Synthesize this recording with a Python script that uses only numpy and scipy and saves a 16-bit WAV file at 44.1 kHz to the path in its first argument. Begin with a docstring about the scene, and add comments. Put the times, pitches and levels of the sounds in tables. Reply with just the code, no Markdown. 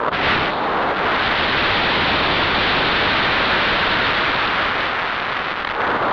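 """A model rocket's exhaust and slipstream roar through the case of a small camera riding on it.
The igniter spits, the motor lights, the rocket climbs and coasts; a hollow rush of air swells at the end.
Eddies slam the tiny microphone against its stop, thousands of times a second at top speed (a harsh
hiss), then ever more rarely (a crackle) as the rocket slows."""
import sys
import numpy as np
from scipy import signal
from scipy.fft import rfft, irfft, next_fast_len
from scipy.io import wavfile
from scipy.ndimage import uniform_filter1d

SR = 44100
rng = np.random.default_rng(int(sys.argv[2]) if len(sys.argv) > 2 else 0)


def master(y):
    """Save y as 16-bit WAV."""
    cut = np.clip(np.atleast_2d(y).T, -1, 1)
    pcm = np.round(cut * 32767)  # scale
    wavfile.write(sys.argv[1], SR, pcm.astype(np.int16))


N = 269892
TIME = np.arange(N) / SR
IGNITION_S, LIFTOFF_S, CLEAR_S, BURNOUT_S = .127, .3, .503, 2.3


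def undb(db):
    """Decibels to gain."""
    return 10 ** (np.asarray(db) / 20)


def unit(x):
    """Scale to rms 1."""
    return x / np.std(x)


def rise(at_s, length_s):
    """Smooth 0-to-1 step centred on at_s."""
    return .5 + .5 * np.tanh(2 * (TIME - at_s) / length_s)


def lowpass(x, hz):
    """One-pole low-pass."""
    pole = np.exp(-2 * np.pi * hz / SR)
    return signal.lfilter([1 - pole], [1, -pole], x)


def colour(x, spectrum):
    """Filter by (frequency [Hz], gain [dB]) points."""
    hz, db = np.transpose(spectrum)
    size = next_fast_len(N + 4096)
    bin_hz = np.maximum(np.arange(size // 2 + 1) * SR / size, 1)
    gain = undb(np.interp(np.log(bin_hz), np.log(hz), db))
    return irfft(rfft(x, size) * gain, size)[:N]


def flutter(rate_hz):
    """Ramps between random levels, rms 1."""
    hold = max(int(SR / rate_hz), 1)
    steps = np.repeat(rng.standard_normal(N // hold + 1), hold)
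    return unit(uniform_filter1d(steps, hold)[:N])


def turbulence(spectrum):
    """Coloured flow noise, rms 1."""
    return unit(colour(rng.standard_normal(N), spectrum))


def resonance(hz, width_hz):
    """Noise band whose centre may move, rms 1."""
    real, imag = rng.standard_normal((2, N))
    baseband = lowpass(lowpass(real + 1j * imag, width_hz / 2), 2 * width_hz)
    carrier = np.exp(2j * np.pi * np.cumsum(hz * np.ones(N)) / SR)
    return unit(np.real(baseband * carrier))


# Igniter spits: (time [s], level [dB])
IGNITER_SPITS = [(0.0016, -12.5), (0.012, -13), (0.02, -14.5), (0.029, -13.5), (0.035, -10), (0.046, -12),
                 (0.0537, -13), (0.062, -7), (0.067, -24), (0.074, -11), (0.0809, -5), (0.087, -10),
                 (0.1172, -13.5), (0.124, -16)]
# Case modes: (frequency [Hz], t60 [s], level [dB])
CASE_MODES = [(526, 0.014, -1.5), (998, 0.013, -1.5), (1220, 0.026, -7), (1540, 0.019, -8)]
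# Roar inside the case: (frequency [Hz], level [dB])
CASE_SPECTRUM = [(30, -30), (100, -15), (180, -5), (300, -1.5), (600, 0), (950, 0.5), (1300, -3),
                 (1700, -10.5), (2400, -22), (3900, -25)]
def igniter(ring_db=7.0, puff_db=-1.5, attack_s=.0009, puff_s=.0045):
    """Each spit is a short, rough puff of gas that rings the case."""
    t = TIME[:SR // 20]
    attack = 1 - np.exp(-t / attack_s)
    out, gas = np.zeros(N), turbulence(CASE_SPECTRUM)
    tunings = 1 + .075 * rng.standard_normal((len(IGNITER_SPITS), len(CASE_MODES)))
    for (at_s, db), tuning in zip(IGNITER_SPITS, tunings):
        ring = sum(undb(mode_db - 60 * t / t60) * np.sin(2 * np.pi * hz * ratio * t)
                   for (hz, t60, mode_db), ratio in zip(CASE_MODES, tuning))
        span = slice(int(at_s * SR), int(at_s * SR) + len(t))
        puff = gas[span] * np.exp(-(t / puff_s) ** 2)
        out[span] += undb(db) * (undb(ring_db) * ring + undb(puff_db) * puff) * attack
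    return out


# Exhaust roar, until the rocket outruns it: (time [s], level [dB])
EXHAUST_ENVELOPE = [(.115, -25), (.17, -28.5), (.36, -27), (.46, -26), (.53, -21), (.63, -17.5),
                    (.71, -17.5), (.78, -16.5), (.91, -15.5), (1.0, -18.5), (1.13, -18.5), (1.22, -29),
                    (1.5, -42)]
def motor(peak_s=.28, rise_s=.06, fall_s=.1, hiss_db=-10, surge_db=-28.5, sag_oct_per_s=3.5):
    """Exhaust surges back off the pad; its whoosh falls as the gap under the nozzle opens."""
    times, db = np.transpose(EXHAUST_ENVELOPE)
    roar_gain = rise(times[0], .0033) * undb(np.interp(TIME, times, db))
    on_pad = rise(IGNITION_S, .0033) * (1 - rise(CLEAR_S, .045))
    surge = np.exp(-((TIME - peak_s) / np.where(TIME < peak_s, rise_s, fall_s)) ** 2)
    hiss_gain = np.hypot(roar_gain * undb(hiss_db), surge * undb(surge_db))
    whoosh_hz = 1630 * 2 ** (-sag_oct_per_s * (TIME - peak_s))
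    whoosh = surge * resonance(whoosh_hz, width_hz=900)
    overload_share = on_pad * (.115 + .22 * surge) + .00085 * roar_gain / roar_gain.max()
    return roar_gain, hiss_gain, overload_share, whoosh


# Exhaust and late rush: (frequency [Hz], level [dB])
HOLLOW_SPECTRUM = [(30, -35), (100, -19.5), (180, -6), (300, -1.5), (600, 0.5), (950, 0.5), (1350, -3),
                   (1700, -9.5), (2400, -22), (3900, -24)]
def hollow_roar(gain):
    """Turbulent gas heard through the case."""
    return gain * turbulence(HOLLOW_SPECTRUM)


# Boom colour: (frequency [Hz], level [dB])
BOOM_SPECTRUM = [(25, -8), (70, -1), (150, 0), (380, -2), (650, -13), (1500, -35)]
# Boom envelope: (time [s], level [dB])
BOOM_ENVELOPE = [(.115, -28.5), (.22, -28.5), (.36, -25), (.46, -27.5), (.54, -46.5), (.75, -36),
                 (1.05, -28.5), (1.4, -38), (2.3, -27), (3.1, -39.5), (3.8, -58)]
def exhaust_boom():
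    """Low boom: strong over the pad, gone once clear of it, back as speed builds."""
    times, db = np.transpose(BOOM_ENVELOPE)
    return rise(times[0], .01) * undb(np.interp(TIME, times, db)) * turbulence(BOOM_SPECTRUM)


def edge_tone(speed, motor_share, rest_hz=2650, rise_hz=1050):
    """Shrill band shed by the case's edges, in the pad blast and near top speed."""
    strength = 1.9 * motor_share + .75 * speed ** 8
    return strength * resonance(rest_hz + rise_hz * speed, width_hz=900)


def eddies(share, fine_share, drive, slow_hz=1304, fast_hz=3986, bass_db=.5):
    """1 while an eddy overloads the microphone, else 0; the driving flow bunches the hits."""
    slow = turbulence([(30, -15), (slow_hz / 3, -4), (slow_hz, 0),
                       (2 * slow_hz, -13), (10 * slow_hz, -60)])
    fast = turbulence([(30, bass_db), (400, bass_db), (fast_hz / 3, -2), (fast_hz, 0),
                       (2 * fast_hz, -15), (10 * fast_hz, -50)])
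    push = np.sqrt(1 - fine_share) * slow + np.sqrt(fine_share) * fast - drive
    push /= np.sqrt(uniform_filter1d(push ** 2, size=SR // 200))
    threshold = np.interp(1 - share, np.linspace(0, 1, N), np.sort(push))
    return 1. * (push > threshold)


def microphone(pressure, overloaded, share, swing=.3, stop=.28, recoil_hz=850):
    """Soft-clips loud sound; an overload snaps it to its negative stop, and it rebounds past zero."""
    recoil = .56 * np.exp(-4.3 * share)  # dense blows cut the rebound short
    rebound = recoil * lowpass(lowpass(overloaded, recoil_hz), 2 * recoil_hz)
    free = swing * np.tanh((pressure + rebound) / swing)
    drift = .24 * lowpass(overloaded, hz=2.5)  # one-sided blows charge the coupling capacitor
    return np.where(overloaded > 0, -stop, free + drift)


# Electronic ticks: (time [s], level before low-pass [dB])
TICK_IMPULSES = [(.274, -35), (.615, -38), (.871, -41), (1.127, -39), (1.383, -29), (1.639, -27),
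                 (1.767, -32), (1.81, -36), (2.023, -31), (2.066, -33), (2.194, -33), (2.279, -32),
                 (2.407, -32), (2.578, -36), (2.706, -35), (3.09, -35), (3.175, -29), (3.431, -32),
                 (3.986, -35), (4.199, -35), (4.455, -30), (4.839, -30), (5.138, -37), (5.65, -41)]
def ticks():
    """Faint, dull clicks of the camera's electronics."""
    times, db = np.transpose(TICK_IMPULSES)
    impulses = np.zeros(N)
    impulses[(times * SR).astype(int)] = undb(db)
    return lowpass(impulses, hz=3000)


def airspeed(climb_s=1.06, loss_per_s=.131):
    """Fraction of terminal speed: thrust builds it, drag and gravity cut it after burnout."""
    thrust_s = np.maximum(np.minimum(TIME, BURNOUT_S) - LIFTOFF_S, 0)
    coast_s = np.maximum(TIME - BURNOUT_S, 0)
    return np.maximum(np.tanh(thrust_s / climb_s) - loss_per_s * coast_s, 0)


def airflow(speed, roar_db=-24.5, hiss_db=-16, choke_db=-25, buffet_speed=.675, calm_s=5.625):
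    """Air noise grows with speed; buffeting overloads the microphone and chokes the hiss."""
    buffeting = 1 / (1 + np.exp((buffet_speed - speed) / .055))
    roar_gain = undb(roar_db) * speed ** 2.35
    hiss_gain = undb(hiss_db + choke_db * buffeting ** 4) * speed ** 2.24
    wobble = .025 * rise(BURNOUT_S, .5)  # the unpowered rocket wobbles
    overload_share = (.295 * buffeting + wobble) * (1 - .78 * rise(calm_s, .015))
    return roar_gain, hiss_gain, overload_share


# Air over the camera: (frequency [Hz], level [dB])
SLIPSTREAM_SPECTRUM = [(30, -30.5), (200, -26.5), (500, -9.5), (850, -5), (1100, -2), (1350, 1.5),
                       (1650, 0), (2050, -2.5), (2400, -7.5), (3200, -10.5), (3900, -16)]
def flow_noise():
    """Hiss over the case and rumble inside it, each rms 1."""
    return turbulence(SLIPSTREAM_SPECTRUM), turbulence(CASE_SPECTRUM)


def sizzle(level_db=-27, fade_s=.22):
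    """Thin sizzle that lingers as the rocket clears the pad."""
    fade = np.exp(-np.maximum(TIME - CLEAR_S, 0) / fade_s)
    return undb(level_db) * rise(CLEAR_S, .036) * fade * resonance(hz=3740, width_hz=500)


def hole_tone(speed, terminal_hz=1720.7, choke_speed=.88):
    """The microphone hole rings higher in faster air and chokes near top speed."""
    unchoked = 1 / (1 + np.exp((speed - choke_speed) / .035))
    return unchoked * rise(CLEAR_S, .05) * resonance(terminal_hz * speed ** .5, width_hz=560)


# Level dips: (time [s], depth [dB])
LEVEL_DIPS = [(.934, -10), (5.972, -7.5)]
def dips(recovery_s=.028):
    """Gain that drops abruptly and recovers."""
    return undb(sum(db * (TIME > at_s) * np.exp(-((TIME - at_s) / recovery_s) ** 2)
                    for at_s, db in LEVEL_DIPS))


# Single gusts: (time [s], length [s], extra overload share [0-1])
GUST_SLAPS = [(5.37, 0.008, 0.1), (5.6496, 0.004, 0.26), (5.674, 0.006, 0.2), (5.6906, 0.003, 0.15),
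              (5.7, 0.0015, 0.15), (5.712, 0.012, 0.07), (5.724, 0.002, 0.15), (5.751, 0.0015, 0.1)]
def gust_slaps():
    """Late in the coast, buffeting breaks up into gusts that slap the microphone."""
    return sum(extra * (abs(TIME - at_s) < length_s / 2) for at_s, length_s, extra in GUST_SLAPS)


def late_rush(at_s=5.775, roar_db=-17, ring_db=-18.5, start_hz=1279, sag_hz_per_s=400):
    """Smooth, hollow rush of air with a sagging resonance."""
    ring = resonance(start_hz - sag_hz_per_s * np.maximum(TIME - at_s, 0), width_hz=590)
    return rise(at_s, .11) * (hollow_roar(undb(roar_db)) + undb(ring_db) * ring)


def scene():
    """Igniter, exhaust and slipstream at the buffeted microphone."""
    speed = airspeed()
    motor_gain, motor_hiss_gain, motor_share, whoosh = motor()
    air_gain, air_hiss_gain, air_share = airflow(speed)
    gust = flutter(rate_hz=80)  # from the rocket's spin and wobble
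    slipstream, rumble = flow_noise()
    hole = hole_tone(speed)
    boom = exhaust_boom()
    fizz_gain = undb(-31) * (TIME < IGNITION_S)  # igniter burning between spits
    roar = hollow_roar(motor_gain) + rumble * (air_gain + fizz_gain) + boom
    roar *= undb(.74 * flutter(rate_hz=30))
    hiss = slipstream * np.hypot(motor_hiss_gain, air_hiss_gain) * undb(.4 * gust) + sizzle()
    hole_gain = np.hypot(undb(-23.5) * speed ** 1.5, undb(-7.5) * motor_gain)
    ring = hole * hole_gain + undb(-18) * whoosh

    share = np.clip(motor_share + air_share, 1e-4, .5)  # fraction of time overloaded
    clustered = share * undb(1.9 * gust * np.exp(-share / .17))  # rare overloads bunch up
    slaps = gust_slaps()
    drive = .28 * slipstream + .42 * hole + .38 * whoosh + 3.3 * boom + .33 * speed ** 8 * rumble
    drive += edge_tone(speed, motor_share)
    # faster air has smaller eddies
    fine_share = np.clip(((share + .6 * slaps) / .28) ** 2 * (.65 + speed), 0, 1)
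    overloaded = eddies(np.clip(clustered + slaps, 0, .6), fine_share, drive)
    pressure = hiss + (roar + ring + late_rush()) * dips() + igniter()
    return microphone(pressure, overloaded, share)[None]


# Camera's smoothing filter: (frequency [Hz], gain [dB])
SMOOTHING_RESPONSE = [(20, -1.5), (100, -2), (1000, -1), (2000, -2.1), (3000, -5), (3600, -6.5),
                      (4000, -10.5), (4500, -15.5), (5000, -23.5), (6000, -37), (6600, -49), (7400, -63),
                      (8400, -72.5), (9500, -67.5)]
def record(dry, camera_hz=8000, top_hz=12200):
    """The camera samples coarsely and unfiltered, so sharp edges alias into hiss; then it smooths."""
    instants = np.arange(N * camera_hz // SR + 2) * SR / camera_hz
    samples = dry[0][np.minimum(np.round(instants).astype(int), N - 1)]
    centred = signal.sosfilt(signal.butter(1, 15, "high", fs=camera_hz, output="sos"), samples)
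    common_hz = np.lcm(SR, camera_hz)
    up, down = common_hz // camera_hz, common_hz // SR
    kernel = signal.firwin(8 * up + 1, 1.5 * camera_hz, fs=common_hz, window=("kaiser", 9))
    upsampled = signal.resample_poly(centred, up, down, window=kernel)[:N]
    sound = colour(upsampled, SMOOTHING_RESPONSE) + ticks()
    return signal.sosfilt(signal.ellip(8, .2, 70, top_hz, fs=SR, output="sos"), sound)[None]


dry = scene()
out = record(dry)
master(out)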